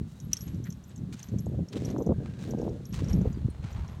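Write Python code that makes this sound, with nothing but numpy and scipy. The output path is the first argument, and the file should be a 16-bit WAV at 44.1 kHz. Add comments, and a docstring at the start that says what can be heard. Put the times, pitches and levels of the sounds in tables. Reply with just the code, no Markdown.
"""Slow steps on the sand of an open riding arena, heard from the walker's hand.
A light breeze thumps the microphone at once; at 0.33 s small metal pieces (probably zip pulls)
give their loudest clink, then jingle and ring on as each step softly crushes the sand.
Gusts build from 1.3 s and buffet hardest near 2.1 s and 3.2 s; a sole drags near the end.
Under it all lie a faint outdoor hush and a few thin, far calls."""
import sys
import numpy as np
from scipy import signal
from scipy.fft import rfft, irfft
from scipy.io import wavfile
from scipy.ndimage import uniform_filter1d

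SR = 44100
rng = np.random.default_rng(int(sys.argv[2]) if len(sys.argv) > 2 else 0)


def dump(signal):
    """Clip the signal to [-1, 1] and save it as 16-bit WAV at the path in sys.argv[1]."""
    limited = np.clip(np.atleast_2d(signal).T, -1, 1)
    pcm = np.round(limited * 32767).astype(np.int16)
    wavfile.write(sys.argv[1], SR, pcm)


N = 176400
T = np.arange(N) / SR

# Metal pieces knocking together. Each row: start in seconds, level in dB, ping pitch in Hz.
KNOCKS = [(0.201, -42, 5800), (0.3316, -13, 5890), (.3686, -30.5, 5700), (0.372, -34.5, 5610),
          (0.408, -38, 5700), (0.415, -44, 5740), (0.42, -49, 5900), (.4783, -47, 6470), (.5452, -53, 5940),
          (.6409, -42.5, 6150), (0.7037, -40, 6170), (0.7247, -39.5, 5730), (0.839, -53, 6100),
          (.892, -56, 6940), (0.96, -47.5, 6600), (0.978, -52, 6060), (1.1933, -41.5, 6420),
          (1.2291, -35.5, 6060), (1.2865, -49, 6200), (1.3855, -41.5, 6340), (1.391, -42.5, 5580),
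          (1.46, -51.5, 6740), (1.6857, -42.5, 5560), (1.8497, -38, 5750), (1.855, -39, 5770),
          (1.9028, -42.5, 5780), (1.9814, -46, 6200), (2.0223, -48, 6040), (2.0638, -44.5, 6000),
          (2.5085, -40, 5900), (2.585, -53, 5820), (2.615, -49, 5650), (2.692, -59, 5620),
          (2.854, -42, 5630), (2.9266, -45, 5680), (3.045, -43, 5640), (3.085, -42.5, 5800),
          (3.096, -39.5, 5730), (3.1314, -36.5, 5590), (3.2136, -50, 6040), (3.3283, -54, 6030),
          (3.501, -52.5, 8400), (3.7274, -53, 5980), (3.879, -51.5, 5600)]


def from_db(db):
    """Decibels to gain."""
    return 10 ** (np.asarray(db) / 20)


def unit_rms(x):
    """Scale to rms 1."""
    return x / np.sqrt(np.mean(x ** 2) + 1e-20)


def envelope(points):
    """Gain per sample from (seconds, dB) points."""
    return from_db(np.interp(T, *np.transpose(points)))


def colour(x, points, tilt_db_per_oct=0):
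    """Filter by (Hz, dB) points plus a tilt, 18 dB per octave down outside them; rms 1."""
    hz, db = np.transpose(points)
    octave, knots = np.log2(np.arange(N // 2 + 1) * SR / N + 1), np.log2(hz)
    outside_oct = np.abs(octave - np.clip(octave, knots[0], knots[-1]))
    gain_db = np.interp(octave, knots, db) + tilt_db_per_oct * (octave - knots.mean()) - 18 * outside_oct
    return unit_rms(irfft(rfft(x) * from_db(gain_db), N))


def lowpass(x, hz):
    """Zero-phase low-pass."""
    return signal.sosfiltfilt(signal.butter(2, hz, fs=SR, output="sos"), x)


def drift(rate_hz):
    """Random wander, mostly slower than the rate; rms 1."""
    hz = np.arange(N // 2 + 1) * SR / N
    return unit_rms(irfft(rfft(rng.standard_normal(N)) / (1 + (hz / rate_hz) ** 4), N))


def grains(per_s, spread_db):
    """Random clicks of uneven size and sign."""
    sizes = from_db(spread_db * np.minimum(rng.exponential(1, N), 4))
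    return (rng.random(N) < per_s / SR) * sizes * rng.choice([-1, 1], N)


def even_out(x, span_s):
    """Flatten swells slower than the span."""
    return x / np.sqrt(uniform_filter1d(x ** 2, max(int(span_s * SR), 2)) + 1e-4)


def add(out, start_s, sound):
    """Mix a sound in at a time."""
    start = int(start_s * SR)
    out[start:start + len(sound)] += sound[:N - start]


def mode(t, hz, t60_s):
    """Decaying sine of a struck mode."""
    return np.sin(2 * np.pi * hz * t) * from_db(-60 * t / t60_s)


def footsteps():
    """The shoe crushes clumpy showers of sand grains that swell and die; a dragging sole rasps."""
    # Each row: start in seconds, level in dB, attack and decay in seconds, tilt in dB per octave.
    presses = [(.06, -66, 0.033, 0.19, 3), (.312, -56, 0.0086, 0.14, -3.5),
               (0.459, -58, 0.016, 0.032, -7.5), (0.891, -58, 0.03, 0.0059, -5),
               (1.116, -51, 0.015, 0.046, -2), (1.179, -61, 0.0055, 0.19, -4.5),
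               (1.722, -49.5, 0.012, 0.016, -5), (1.755, -50.5, 0.008, 0.08, -3.5),
               (1.83, -55.5, 0.081, 0.027, -6), (2.13, -60, 0.17, 0.23, -6),
               (2.258, -43.5, 0.0012, 0.0039, -8.5), (2.37, -56, 0.059, 0.072, -2.5),
               (2.56, -70.5, 0.074, 1, -3.5), (2.924, -47, 0.019, 0.06, -3.5),
               (2.972, -51.5, 0.012, 0.034, -8), (3.04, -52, 0.068, 0.083, -7.5),
               (3.204, -58, 0.0035, 0.96, -11.5), (3.623, -52.5, 0.013, 0.13, -6.5),
               (3.71, -63, 0.068, 0.19, -9)]
    # Each row: frequency in Hz, level in dB.
    sand_spectrum = [(400, -11), (1000, -2), (2200, 0.5), (4200, 2.5), (5000, 0), (6500, 2), (8300, -2),
                     (10300, -10), (15500, -13)]
    # Each row: start and length in seconds, level in dB, rasp pitch in Hz.
    drags = [(0.646, 0.048, -55.5, 1670), (1.719, 0.024, -51.5, 3730), (1.754, 0.034, -59.5, 3440),
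             (3.663, 0.35, -62.5, 1030)]
    sand = grains(per_s=2000, spread_db=2.5) * from_db(2 * drift(rate_hz=90))
    out = np.zeros(N)
    for start_s, db, attack_s, decay_s, tilt in presses:
        age_s = T - start_s
        pressure = np.clip(age_s / attack_s, 0, 1) * np.exp(-np.maximum(age_s - attack_s, 0) / decay_s)
        out += from_db(db) * pressure * colour(sand, sand_spectrum, tilt)
    for start_s, length_s, db, hz in drags:
        rasp = signal.lfilter(*signal.iirpeak(hz, Q=3.3, fs=SR), sand)
        arch = np.sin(np.pi * np.clip((T - start_s) / length_s, 0, 1))
        out += from_db(db) * arch * unit_rms(rasp)
    return out


def clinks():
    """Each knock: a gritty tick, a damped ping that bounces, weak metal modes, a short loose rattle."""
    # Each row: frequency in Hz, level in dB, 60 dB decay time in seconds.
    metal_modes = [(2600, -24.5, 0.018), (3310, -22, 0.025), (5460, -13.5, 0.033), (6230, -22.5, 0.073),
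                   (6300, -20.5, 0.021), (8500, -22.5, 0.027), (10010, -28.5, 0.045), (11450, -13.5, 0.017)]
    # Each row: frequency in Hz, level in dB.
    tick_spectrum = [(1200, -43), (2800, -7), (4600, -18), (6200, -2.5), (9000, -20), (11600, -13),
                     (13000, -17), (15500, -19)]
    rise_s, ping_peak_s, tick_decay_s, rattle_decay_s = 0.00033, 0.00062, 0.0028, 0.0077
    usual_knock_db, bounce_s = -39.5, 0.0019
    out, t = np.zeros(N), T[:SR // 10]
    tick_noise = colour(rng.standard_normal(N), tick_spectrum)
    contacts = grains(per_s=900, spread_db=1.5)
    rise = 1 - np.exp(-t / rise_s)
    swell = t / ping_peak_s * np.exp(1 - t / ping_peak_s)
    for k, (start_s, db, hz) in enumerate(KNOCKS):
        phase, hardness_db = 2 * np.pi * hz * t, db - usual_knock_db
        ping = from_db(-0.5) * swell * np.sin(phase)
        tick = np.roll(tick_noise, k * len(t))[:len(t)] * np.exp(-t / tick_decay_s)
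        tick *= from_db(-20 + 0.31 * hardness_db)  # harder knocks are brighter
        ringing = sum(from_db(mode_db + rng.normal(0, 1.9)) * mode(t, mode_hz, t60_s)
                      * rng.choice([-1, 1]) for mode_hz, mode_db, t60_s in metal_modes)
        chatter = np.roll(contacts, k * len(t))[:len(t)] * np.exp(-t / rattle_decay_s)
        rattle = signal.fftconvolve(chatter, swell * (np.sin(phase) + np.sin(1.15 * phase)))
        add(out, start_s, from_db(db) * (ping + rise * (tick + ringing)))
        add(out, start_s + np.round(bounce_s * hz) / hz, from_db(db - 5.5) * ping)  # whole cycles later
        add(out, start_s, from_db(-53 + 0.47 * hardness_db) * rattle)
    return out


def free_rings():
    """A struck piece swings free and sings one very high note that wavers as it turns."""
    # Each row: start in seconds, level in dB.
    swings = [(.203, -65), (0.373, -53), (0.411, -52.5), (.641, -58.5), (.84, -67), (.96, -73),
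              (1.235, -59), (1.389, -60), (1.852, -59.5), (1.983, -64), (2.478, -66), (2.614, -70),
              (2.86, -58.5), (3.093, -54.5), (3.27, -67), (3.7, -70), (3.89, -71)]
    large_hz, small_hz, small_ping_above_hz = 11526, 12193, 5860
    rise_s, waver_db = 0.0054, 4.5
    knock_s, _, ping_hz = np.transpose(KNOCKS)
    out, t = np.zeros(N), T[:SR // 2]
    for start_s, db in swings:
        nearest_ping_hz = ping_hz[np.argmin(np.abs(knock_s - start_s))]
        hz = small_hz if nearest_ping_hz > small_ping_above_hz else large_hz
        add(out, start_s, from_db(db) * mode(t, hz, t60_s=0.36) * (1 - np.exp(-t / rise_s)))
    return out * from_db(waver_db * drift(rate_hz=63))


def breeze():
    """Wind rumbles on the microphone in puffs; small eddies break as soft pops, brighter in gusts."""
    # Each row: time in seconds, level in dB.
    rumble_levels = [(0.0, -33.5), (0.1, -49), (0.19, -48), (0.27, -37), (0.38, -50), (0.42, -40.5),
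                     (0.6, -36), (0.83, -50.5), (0.97, -46), (1.02, -33.5), (1.24, -50.5), (1.36, -31.5),
                     (1.45, -36.5), (1.63, -31), (1.67, -53), (1.8, -35.5), (2.06, -41), (2.1, -25.5),
                     (2.14, -33.5), (2.32, -41), (2.68, -37), (2.86, -47), (3.02, -30), (3.06, -36),
                     (3.16, -25.5), (3.34, -37.5), (3.47, -30), (3.55, -47.5), (3.64, -35.5), (3.7, -40.5),
                     (3.83, -31.5), (3.87, -43), (4.0, -40.5)]
    bass_boosts = [(0, -4.5), (1.9, -15), (2.8, -0.5), (3.6, 9)]
    gust_levels = [(0.0, -54), (0.07, -69.5), (0.58, -53), (0.86, -68), (1.04, -53), (1.25, -71),
                   (1.34, -43), (1.44, -59.5), (1.55, -38.5), (1.57, -52), (1.59, -39), (1.69, -59.5),
                   (1.77, -30.5), (1.79, -44), (2.02, -30), (2.04, -45), (2.08, -26), (2.125, -29),
                   (2.15, -54), (2.21, -39.5), (2.32, -54), (2.55, -35), (2.67, -34), (2.87, -55.5),
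                   (3.21, -36.5), (3.23, -47.5), (3.26, -29.5), (3.31, -57), (4.0, -70)]
    # Each row: frequency in Hz, level in dB.
    rumble_spectrum = [(22, -32), (35, -26), (60, 1.5), (100, 1.5), (190, -2.5), (270, -16), (400, -27.5),
                       (800, -70)]
    flutter_spectrum = [(120, 3), (220, 6.5), (430, 2.5), (600, -4), (800, -15.5), (1200, -30.5),
                        (2000, -64)]
    puff_db, full_gust_db = 3, -32.5
    rumble = colour(rng.standard_normal(N), rumble_spectrum)
    rumble += (envelope(bass_boosts) - 1) * lowpass(rumble, hz=88)
    rumble = even_out(rumble, span_s=0.0406) * from_db(puff_db * drift(rate_hz=48))
    eddies = grains(per_s=500, spread_db=2.5)
    pops = even_out(colour(eddies, flutter_spectrum), span_s=0.037)
    dull, gust = lowpass(pops, hz=490), envelope(gust_levels)
    brightness = (gust / from_db(full_gust_db)) ** 0.33
    flutter = dull + brightness * (pops - dull)
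    return from_db(1.5) * (envelope(rumble_levels) * rumble + gust * flutter)


def wind_thumps():
    """A large eddy gives one pressure swing; the microphone's low cut draws it into a falling thud."""
    # Each row: centre time in seconds, level in dB, pitch in Hz.
    large_eddies = [(0.014, -21, 157), (0.602, -29, 200), (0.693, -21.5, 109), (1.031, -26, 143),
                    (1.342, -20.5, 193), (1.468, -25, 352), (1.592, -22.5, 269), (1.773, -42, 433),
                    (1.822, -22.5, 277), (1.964, -25.5, 620), (2.006, -25, 457), (2.096, -17, 305),
                    (2.122, -22, 470), (2.537, -25, 426), (2.619, -26.5, 418), (2.68, -20.5, 400),
                    (2.925, -24, 143), (3.022, -19, 220), (3.152, -17, 134), (3.255, -25.5, 322),
                    (3.374, -24.5, 184), (3.486, -21, 194)]
    low_cut_hz = 90
    out = np.zeros(N)
    for centre_s, db, hz in large_eddies:
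        phase = 2 * np.pi * hz * (T - centre_s)
        out += from_db(db - 2.5) * phase * np.exp((1 - phase * phase) / 2)
    return signal.sosfilt(signal.butter(3, low_cut_hz, "high", fs=SR, output="sos"), out)


def far_calls():
    """Thin gliding calls, perhaps birds or insects, blurred by distance."""
    # Each row: start and length in seconds, start and end pitch in Hz, level in dB.
    calls = [(.08, 0.21, 3850, 3800, -72), (2.123, 0.56, 1600, 1577, -65.5), (3.3, .085, 4920, 4630, -69),
             (3.35, 0.42, 4200, 4140, -75)]
    out = np.zeros(N)
    for start_s, length_s, start_hz, end_hz, db in calls:
        progress = np.clip((T - start_s) / length_s, 0, 1)
        tone = np.sin(2 * np.pi * np.cumsum(start_hz + (end_hz - start_hz) * progress) / SR)
        arch = np.sqrt(2 * np.abs(np.sin(np.pi * progress)))
        out += from_db(db) * arch * tone * drift(rate_hz=70)
    return out


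def outdoor_hush():
    """Faint, steady noise of the open air."""
    # Each row: frequency in Hz, level in dB.
    hush_spectrum = [(100, 8), (400, 5.5), (840, 0.5), (1500, -3), (2400, -9), (4000, -7), (4840, -13.5),
                     (6600, -12), (9500, -18), (15500, -26.5)]
    return from_db(-61.5) * colour(rng.standard_normal(N), hush_spectrum)


def scene():
    """Steps, jingling metal and wind over the hush; mono."""
    hush = outdoor_hush()
    wind = breeze() + wind_thumps()
    return (footsteps() + clinks() + free_rings() + wind + far_calls() + hush)[None]


def record(dry):
    """Steep treble cut."""
    cutoff_hz = 15900
    return signal.sosfilt(signal.ellip(10, 0.1, 80, cutoff_hz, fs=SR, output="sos"), dry)


dry = scene()
out = record(dry)
dump(out)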